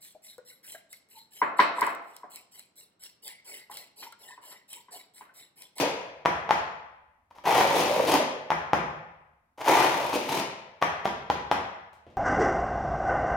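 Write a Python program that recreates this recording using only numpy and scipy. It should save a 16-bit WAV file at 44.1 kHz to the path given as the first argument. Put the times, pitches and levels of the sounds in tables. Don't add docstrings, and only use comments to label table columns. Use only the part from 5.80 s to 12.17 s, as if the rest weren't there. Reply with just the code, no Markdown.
import sys
import numpy as np
from scipy import signal
from scipy.fft import rfft, irfft
from scipy.io import wavfile
from scipy.ndimage import uniform_filter1d

SR = 44100
rng = np.random.default_rng(int(sys.argv[2]) if len(sys.argv) > 2 else 0)


def inscribe(sig):
    pcm = np.round(np.clip(np.atleast_2d(sig).T, -1, 1) * 32767)
    wavfile.write(sys.argv[1], SR, pcm.astype(np.int16))


N = 280917

LEAD = SR // 2
TIME = np.arange(-LEAD, N) / SR
M = len(TIME)

# start in seconds, end in seconds, relative level in dB,
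# fade in dB per second, stickiness of the paste in dB, which lifts judder and drag.
STROKES = [(-0.2, -0.01, 0.31, 4.8, -0.5), (1.637, 2.358, -0.47, 6.3, 1.5), (3.838, 4.602, -0.8, 16.2, 0)]
# start in seconds,
# length in seconds, extra pressure in dB, extra rasp in dB.
BITES = [(-0.04, 0.061, 8.5, -11.5), (1.643, 0.092, 1.5, 2.5), (1.745, 0.067, 5.5, 2), (1.94, 0.085, 6, -2),
         (2.264, 0.108, 9.5, 0), (2.322, 0.037, 1, 5), (3.868, 0.19, 6, 2), (4.322, 0.038, 11, -4.5),
         (4.478, 0.14, 12, 0)]
# time in seconds, relative judder level in dB.
SHUDDERS = [(0.041, -23.5), (1.855, -26.5), (1.955, -22), (2.11, -26), (2.161, -23.5), (2.205, -21.5),
            (2.41, -21.5), (2.565, -33.5), (3.901, -17.5), (4.211, -32), (4.366, -27)]
# time in seconds, level in dB against a full stroke.
GRAZES = [(1.502, -34), (1.548, -26), (1.573, -30), (3.775, -17.5), (3.795, -10.5), (3.811, -11.5),
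          (3.839, -18), (5.012, -10), (5.245, -9.5)]
# relative level at the start of a stroke in dB,
# extra fade in dB per second, share of a bite's dB, release in dB per second.
JUDDER_LAW = (-28, -2, 0.67, 68.5)
DRAG_LAW = (-28.5, -1, 0.7, 99)
RASP_LAW = (-23, 10, 1, 117)
SAND_LAW = (-34.5, 1.5, 1.0326, 381.5)
# frequency in Hz, relative level in dB.
JUDDER_SPECTRUM = [(40, -21), (100, -4), (300, -4.5), (650, 10.0), (1300, -14.5), (5000, -21.5)]
DRAG_SPECTRUM = [(30, -43), (60, -30.5), (90, -17), (130, -1.5), (170, -3.5), (240, -0.5), (370, 6.5),
                 (600, -6), (1000, -1), (3000, -32.5)]
RASP_SPECTRUM = [(30, -38), (80, -28), (300, -14.5), (500, -7), (690, 0), (880, 8), (1050, 1), (1400, -8),
                 (2200, -11), (3200, -19.5), (4500, -30), (8000, -50.5), (16000, -49)]
SAND_SPECTRUM = [(800, -9.5), (2500, 11), (4500, 4), (6500, 2.5), (7600, -4.5), (10000, -1.5),
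                 (11800, -4.5), (13500, -4), (16000, -10.5)]
# frequency in Hz, width in Hz, level in dB against the driving force.
BLADE_MODES = [(743, 180, -2.5), (978.4, 12, -1), (1924, 130, -9.5), (2420, 49, -7.5), (3250, 140, -4),
               (5420, 80, 2), (5960, 920, -14)]
# time in seconds,
# relative level in dB, extra treble in dB, extra bass in dB, relative boom in dB, ring in dB against the
# blow, at either corner, ring frequency in Hz, seconds until the adhesive stops the ring,
# the other corner's delay in seconds, the other corner's relative level in dB.
KNOCKS = [(0.4577, -6.5, 3, 1, -9, -15, 964, 0.018, -0.006, -13),
          (0.7079, -6.5, 4.5, -3, 0.5, -7, 862, 0.013, -0.016, -10.5),
          (2.7038, -12, 6.5, -3.5, 12.5, -8, 870, 0.011, 0.014, 0.5),
          (2.9326, -7.5, 2, 4.5, 6.5, -8, 824, 0.015, 0.0056, -13),
          (5.0245, -6.5, 3.5, -5, 8.5, -10.5, 1115, 0.0061, -0.0073, -13),
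          (5.255, -14.5, 8, 8, -16, -6, 720, 0.0065, 0.005, -7),
          (5.5003, -13, 9, 7, -5, -2.5, 823, 0.014, 0.002, -13.5),
          (5.714, -9.5, 7.5, 1.5, -2, -7.5, 823, 0.0102, 0.0105, -8)]
# time in seconds, relative level in dB,
# extra treble in dB.
TICKS = [(1.51, -45, 5.5), (1.585, -40.5, 10), (1.808, -16, 1), (2.194, -19.5, -2), (3.781, -44.5, 7),
         (4.142, -18.5, -8), (4.251, -23.5, -6), (4.329, -22, 6), (5.034, -19, 0), (5.2755, -24.5, 13.5)]
# frequency in Hz, width in Hz.
DISPERSION = [(1300, 240), (2000, 120), (2900, 470), (4000, 930), (5200, 490), (6800, 730), (10000, 1300)]
# frequency in Hz, relative level in dB.
CLACK_SPECTRUM = [(30, -42.5), (70, -3.5), (110, -6.5), (250, -1.5), (420, 2.5), (700, 5.5), (1200, 3.5),
                  (1600, -1.5), (2500, -8), (4000, -21), (6500, -30), (7800, -41.5), (12000, -42),
                  (16000, -66)]
CRUNCH_SPECTRUM = [(1500, -18), (5000, 5.0), (7500, -5.5), (15000, -8.0)]
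# time in seconds, relative level in dB,
# decay time in seconds, extra treble in dB.
SHUFFLES = [(6.132, -57, 0.031, 29), (6.267, -41.5, 0.073, -2), (6.302, -50, .03, 11)]
# frequency in Hz, relative level in dB.
SOLE_SPECTRUM = [(30, -15), (80, 1), (160, 0), (400, -1), (650, 2), (1200, -17.5), (3000, -21.5),
                 (7000, -39), (16000, -54)]
# frequency in Hz, gain in dB.
RADIATION = [(120, 5.5), (400, 3.5), (900, 5.5), (1400, 3.0), (2600, 2.5), (3300, 0.0), (9000, 7.0)]
# frequency in Hz, time to decay by 60 dB in seconds.
GARAGE_T60 = [(70, 1), (160, 0.96), (280, 0.57), (500, 0.86), (900, 0.9), (2400, 0.926), (3200, 0.76),
              (5500, 0.64), (8000, 0.48), (15000, 0.22)]
# frequency in Hz, relative level in dB.
GARAGE_WET = [(80, -1.5), (300, -2), (850, -5.5), (1600, 2.5), (5000, 2), (15000, -2.5)]
# frequency in Hz, likeness from -1 to 1.
LIKENESS = [(60, 1), (150, 0.93), (300, 0.89), (640, 0.55), (1400, -0.18), (3000, 0.024), (15000, -0.64)]
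# frequency in Hz, left minus right in dB.
BALANCE = [(100, -0.9), (400, -0.6), (1300, 3), (2500, 3.5), (7000, 3), (15000, 8)]
# frequency in Hz, relative level in dB.
QUIET_SPECTRUM = [(25, -5), (50, 1), (75, 13.5), (110, -11.5), (250, -6), (500, -24), (850, -8.5),
                  (1500, -17), (3000, -29), (7000, -32), (12000, -27.5), (16000, -35)]

ATTACK_S, BITE_EDGE_S, SHUDDER_S = 0.039, 0.015, 0.013
GRAZE_RISE_S, GRAZE_DECAY_S = 0.0064, 0.016
JUDDER_HZ, SAG_OCTAVES_PER_DB = 545, 0.1
BOOM_HZ, BOOM_WIDTH_HZ = 160, 9
UPPER_MODE_RATIO, UPPER_MODE_DB = 1.16, -10.5
TICK_BASS_DB, TICK_RING_DB, TICK_RING_HZ, TICK_FREE_S = 3, -2.5, 932, 0.011
CUSHION_DB = -18
CUTOFF_HZ = 15950


def combing():
    press_db, rasp_db = bites()
    shudders = sum(from_db(db) * np.exp(-((TIME - s) / SHUDDER_S) ** 2) for s, db in SHUDDERS)
    catch = from_db(2.7 * drift(60))
    clumps = from_db(2.37 * drift(25))
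    teeth = from_db(-0.9) * judder(grains(700, 2.7) * catch, press_db, width_hz=94)
    drag = from_db(-5.0) * steady(colour(grains(900, 0.83) * catch, DRAG_SPECTRUM))
    rasp = from_db(1.5) * steady(colour(blade(grains(1800, 3.36) * catch), RASP_SPECTRUM))
    sand = from_db(1.5) * steady(colour(grains(3500, 3.6) * catch * clumps, SAND_SPECTRUM))
    return ((friction(JUDDER_LAW, press_db, sticky=True) + shudders) * teeth
            + friction(DRAG_LAW, press_db, sticky=True) * drag
            + friction(RASP_LAW, press_db, sticky=False) * from_db(rasp_db) * rasp
            + friction(SAND_LAW, press_db, sticky=False) * sand)


def judder(slips, press_db, width_hz):
    pitch = JUDDER_HZ * 2 ** (-SAG_OCTAVES_PER_DB * press_db) * (1 + 0.07 * drift(15))
    out, state, block = np.zeros(M), np.zeros(2), 128
    for i in range(0, M, block):
        coefficients = resonance(pitch[i], width_hz)
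        out[i:i + block], state = signal.lfilter(*coefficients, slips[i:i + block], zi=state)
    return steady(colour(out, JUDDER_SPECTRUM))


def friction(law, press_db, sticky):
    start_db, extra_fade, bite_share, release = law
    level = np.zeros(M)
    for start, end, db, fade, sticky_db in STROKES:
        attack = np.clip((TIME - start) / ATTACK_S, 0, 1)
        drawn_s = np.clip(TIME - start, 0, end - start)
        loss_db = (fade + extra_fade) * drawn_s + release * np.maximum(TIME - end, 0)
        level += attack * from_db(db - loss_db + bite_share * press_db + sticky * sticky_db)
    for s, db in GRAZES:
        age = np.maximum(TIME - s, 0)
        rise = np.minimum(age / GRAZE_RISE_S, 1)
        decay = np.exp(-np.maximum(age - GRAZE_RISE_S, 0) / GRAZE_DECAY_S)
        level += from_db(db) * rise * decay
    return from_db(start_db) * level


def bites():
    s, length_s, db, rasp_db = np.transpose(BITES)[:, :, None]
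    rise_and_fall_s = np.minimum(TIME - s, s + length_s + BITE_EDGE_S - TIME)
    depth = np.clip(rise_and_fall_s / BITE_EDGE_S, 0, 1)
    return (db * depth).sum(axis=0), (rasp_db * depth).sum(axis=0)


def steady(x):
    return x / np.sqrt(np.abs(uniform_filter1d(x * x, size=1300)) + 1e-12)


def blade(force):
    return force + sum(from_db(db) * signal.lfilter(*resonance(hz, width_hz), force)
                       for hz, width_hz, db in BLADE_MODES)


def knocks():
    clacks, rings, t = np.zeros(M), np.zeros(M), np.arange(SR // 4) / SR
    clack = colour(1.0 * (t == 0), CLACK_SPECTRUM)
    clack /= np.abs(clack).max()
    for hz, width_hz in DISPERSION:
        clack = clack - 2 * signal.lfilter(*resonance(hz, width_hz), clack)
    boom = signal.lfilter(*resonance(BOOM_HZ, BOOM_WIDTH_HZ), clack)
    clack = blade(clack)
    for s, db, treble_db, bass_db, boom_db, ring_db, ring_hz, free_s in contacts():
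        grit = rng.standard_normal(len(t)) * np.exp(-t / 0.0067)
        crunch = colour(grit, CRUNCH_SPECTRUM)
        tone = [(250, bass_db), (850, 0.015), (2400, 0.02), (3400, treble_db), (9000, treble_db / 2)]
        blow = clack + from_db(boom_db) * boom + from_db(-36.0) * crunch
        add(clacks, s, from_db(db + 1.5) * colour(blow, tone))
        free = np.clip((free_s - t) / 0.0016 + .5, 0, 1) * np.minimum(t / 0.0016, 1)
        phase = 2 * np.pi * ring_hz * t
        bending = np.sin(phase) + from_db(UPPER_MODE_DB) * np.sin(UPPER_MODE_RATIO * phase)
        swing = free * np.exp(-t / .035) * bending
        add(rings, s, from_db(db + ring_db) * swing)
    return clacks, rings


def contacts():
    for s, db, treble_db, *body, other_s, other_db in KNOCKS:
        yield s, db, treble_db, *body
        yield s + other_s, db + other_db, treble_db + CUSHION_DB * (other_s > 0), *body
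    for s, db, treble_db in TICKS:
        yield s, db, treble_db, TICK_BASS_DB, 0, TICK_RING_DB, TICK_RING_HZ, TICK_FREE_S


def footstep():
    out, t = np.zeros(M), np.arange(SR // 4) / SR
    for s, db, length_s, treble_db in SHUFFLES:
        grit = 0.067 * rng.standard_normal(len(t)) * np.exp(-t / length_s)
        scuff = colour((t == 0) + grit, SOLE_SPECTRUM)
        scuff /= np.abs(scuff).max()
        add(out, s, from_db(db) * colour(scuff, [(1000, 0.003), (10000, treble_db)]))
    return out


def garage(x, places_per_s, count):
    wet = 0
    for k in range(count):
        away = (TIME * places_per_s - k + 1) % count - 1
        share = np.cos(np.pi / 2 * np.minimum(np.abs(away), 1))
        echo = garage_echo(first_s=0.00059, build_s=0.0057)
        wet = wet + signal.fftconvolve((share * x)[None], echo, axes=1)[:, :M]
    return wet


def garage_echo(first_s, build_s):
    t, hz = np.arange(SR) / SR, np.fft.rfftfreq(SR, 1 / SR)
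    noise, out = two_ports(hz, size=SR), 0
    centres = np.geomspace(50, 16000, 18)
    onset = np.clip((t - first_s) / build_s, 0, 1)
    for centre, share in zip(centres, np.eye(len(centres))):
        fade = onset * from_db(-60 * t / at_hz(GARAGE_T60, centre))
        band = irfft(noise * at_hz(np.column_stack([centres, share]), hz), SR)
        unit_fade = fade / np.sqrt(np.sum(fade ** 2))
        out = out + band * unit_fade * from_db(at_hz(GARAGE_WET, centre))
    return out


def two_ports(hz, size):
    mid, side = rfft(rng.standard_normal((2, size)))
    alike = np.clip(at_hz(LIKENESS, hz), -1, 1)
    return np.sqrt((1 + alike) / 2) * mid + np.sqrt((1 - alike) / 2) * side * [[1], [-1]]


def background():
    hz = np.fft.rfftfreq(M, 1 / SR)
    air = irfft(two_ports(hz, size=M) * from_db(at_hz(QUIET_SPECTRUM, hz)), M)
    return from_db(-73.5) * rms_one(air)


def from_db(db):
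    return 10 ** (np.asarray(db) / 20)


def rms_one(x):
    return x / np.sqrt(np.mean(x ** 2) + 1e-20)


def at_hz(points, hz):
    f, value = np.transpose(points)
    return np.interp(np.log(np.maximum(hz, 1)), np.log(f), value)


def colour(x, spectrum):
    size = 8192
    cepstrum = irfft(np.log(from_db(at_hz(spectrum, np.fft.rfftfreq(size, 1 / SR)))))
    cepstrum[1:size // 2] *= 2
    cepstrum[size // 2 + 1:] = 0
    response = irfft(np.exp(rfft(cepstrum)))[:size // 2]
    return signal.fftconvolve(x, response)[:len(x)]


def resonance(hz, width_hz):
    r = np.exp(-np.pi * width_hz / SR)
    return (1 - r * r) / 2 * np.array([1, 0, -1]), [1, -2 * r * np.cos(2 * np.pi * hz / SR), r * r]


def drift(rate):
    r = np.exp(-80 * np.pi * rate / SR)
    chance = rng.standard_normal(M // 40 + 2002)
    slow = signal.lfilter([1], [1, -2 * r, r * r], chance)[2000:]
    return np.interp(np.arange(M) / 40, np.arange(len(slow)), rms_one(slow))


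def grains(per_s, spread_db):
    sizes = from_db(spread_db * np.minimum(rng.exponential(1, M), 4)) * rng.choice([-1, 1], M)
    return sizes * (rng.random(M) < per_s / SR) + 1e-18


def add(track, s, sound):
    i = LEAD + round(s * SR)
    track[i:i + len(sound)] += sound[:M - i]


def scene():
    strokes, steps = from_db(-4.0) * combing(), footstep()
    clacks, rings = knocks()
    radiated = colour(clacks, RADIATION)
    into_room = from_db(1.48) * strokes + radiated + from_db(-2.5) * rings + steps
    wet = garage(into_room, places_per_s=14, count=4)
    both = strokes + clacks + rings + steps + wet
    sides = [colour(x, [(hz, sign * db / 2) for hz, db in BALANCE]) for x, sign in zip(both, (1, -1))]
    return (np.array(sides) + background())[:, LEAD:]


def record(dry):
    return signal.sosfilt(signal.ellip(10, .2, 80, CUTOFF_HZ, fs=SR, output="sos"), dry)


dry = scene()
out = record(dry)
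inscribe(out)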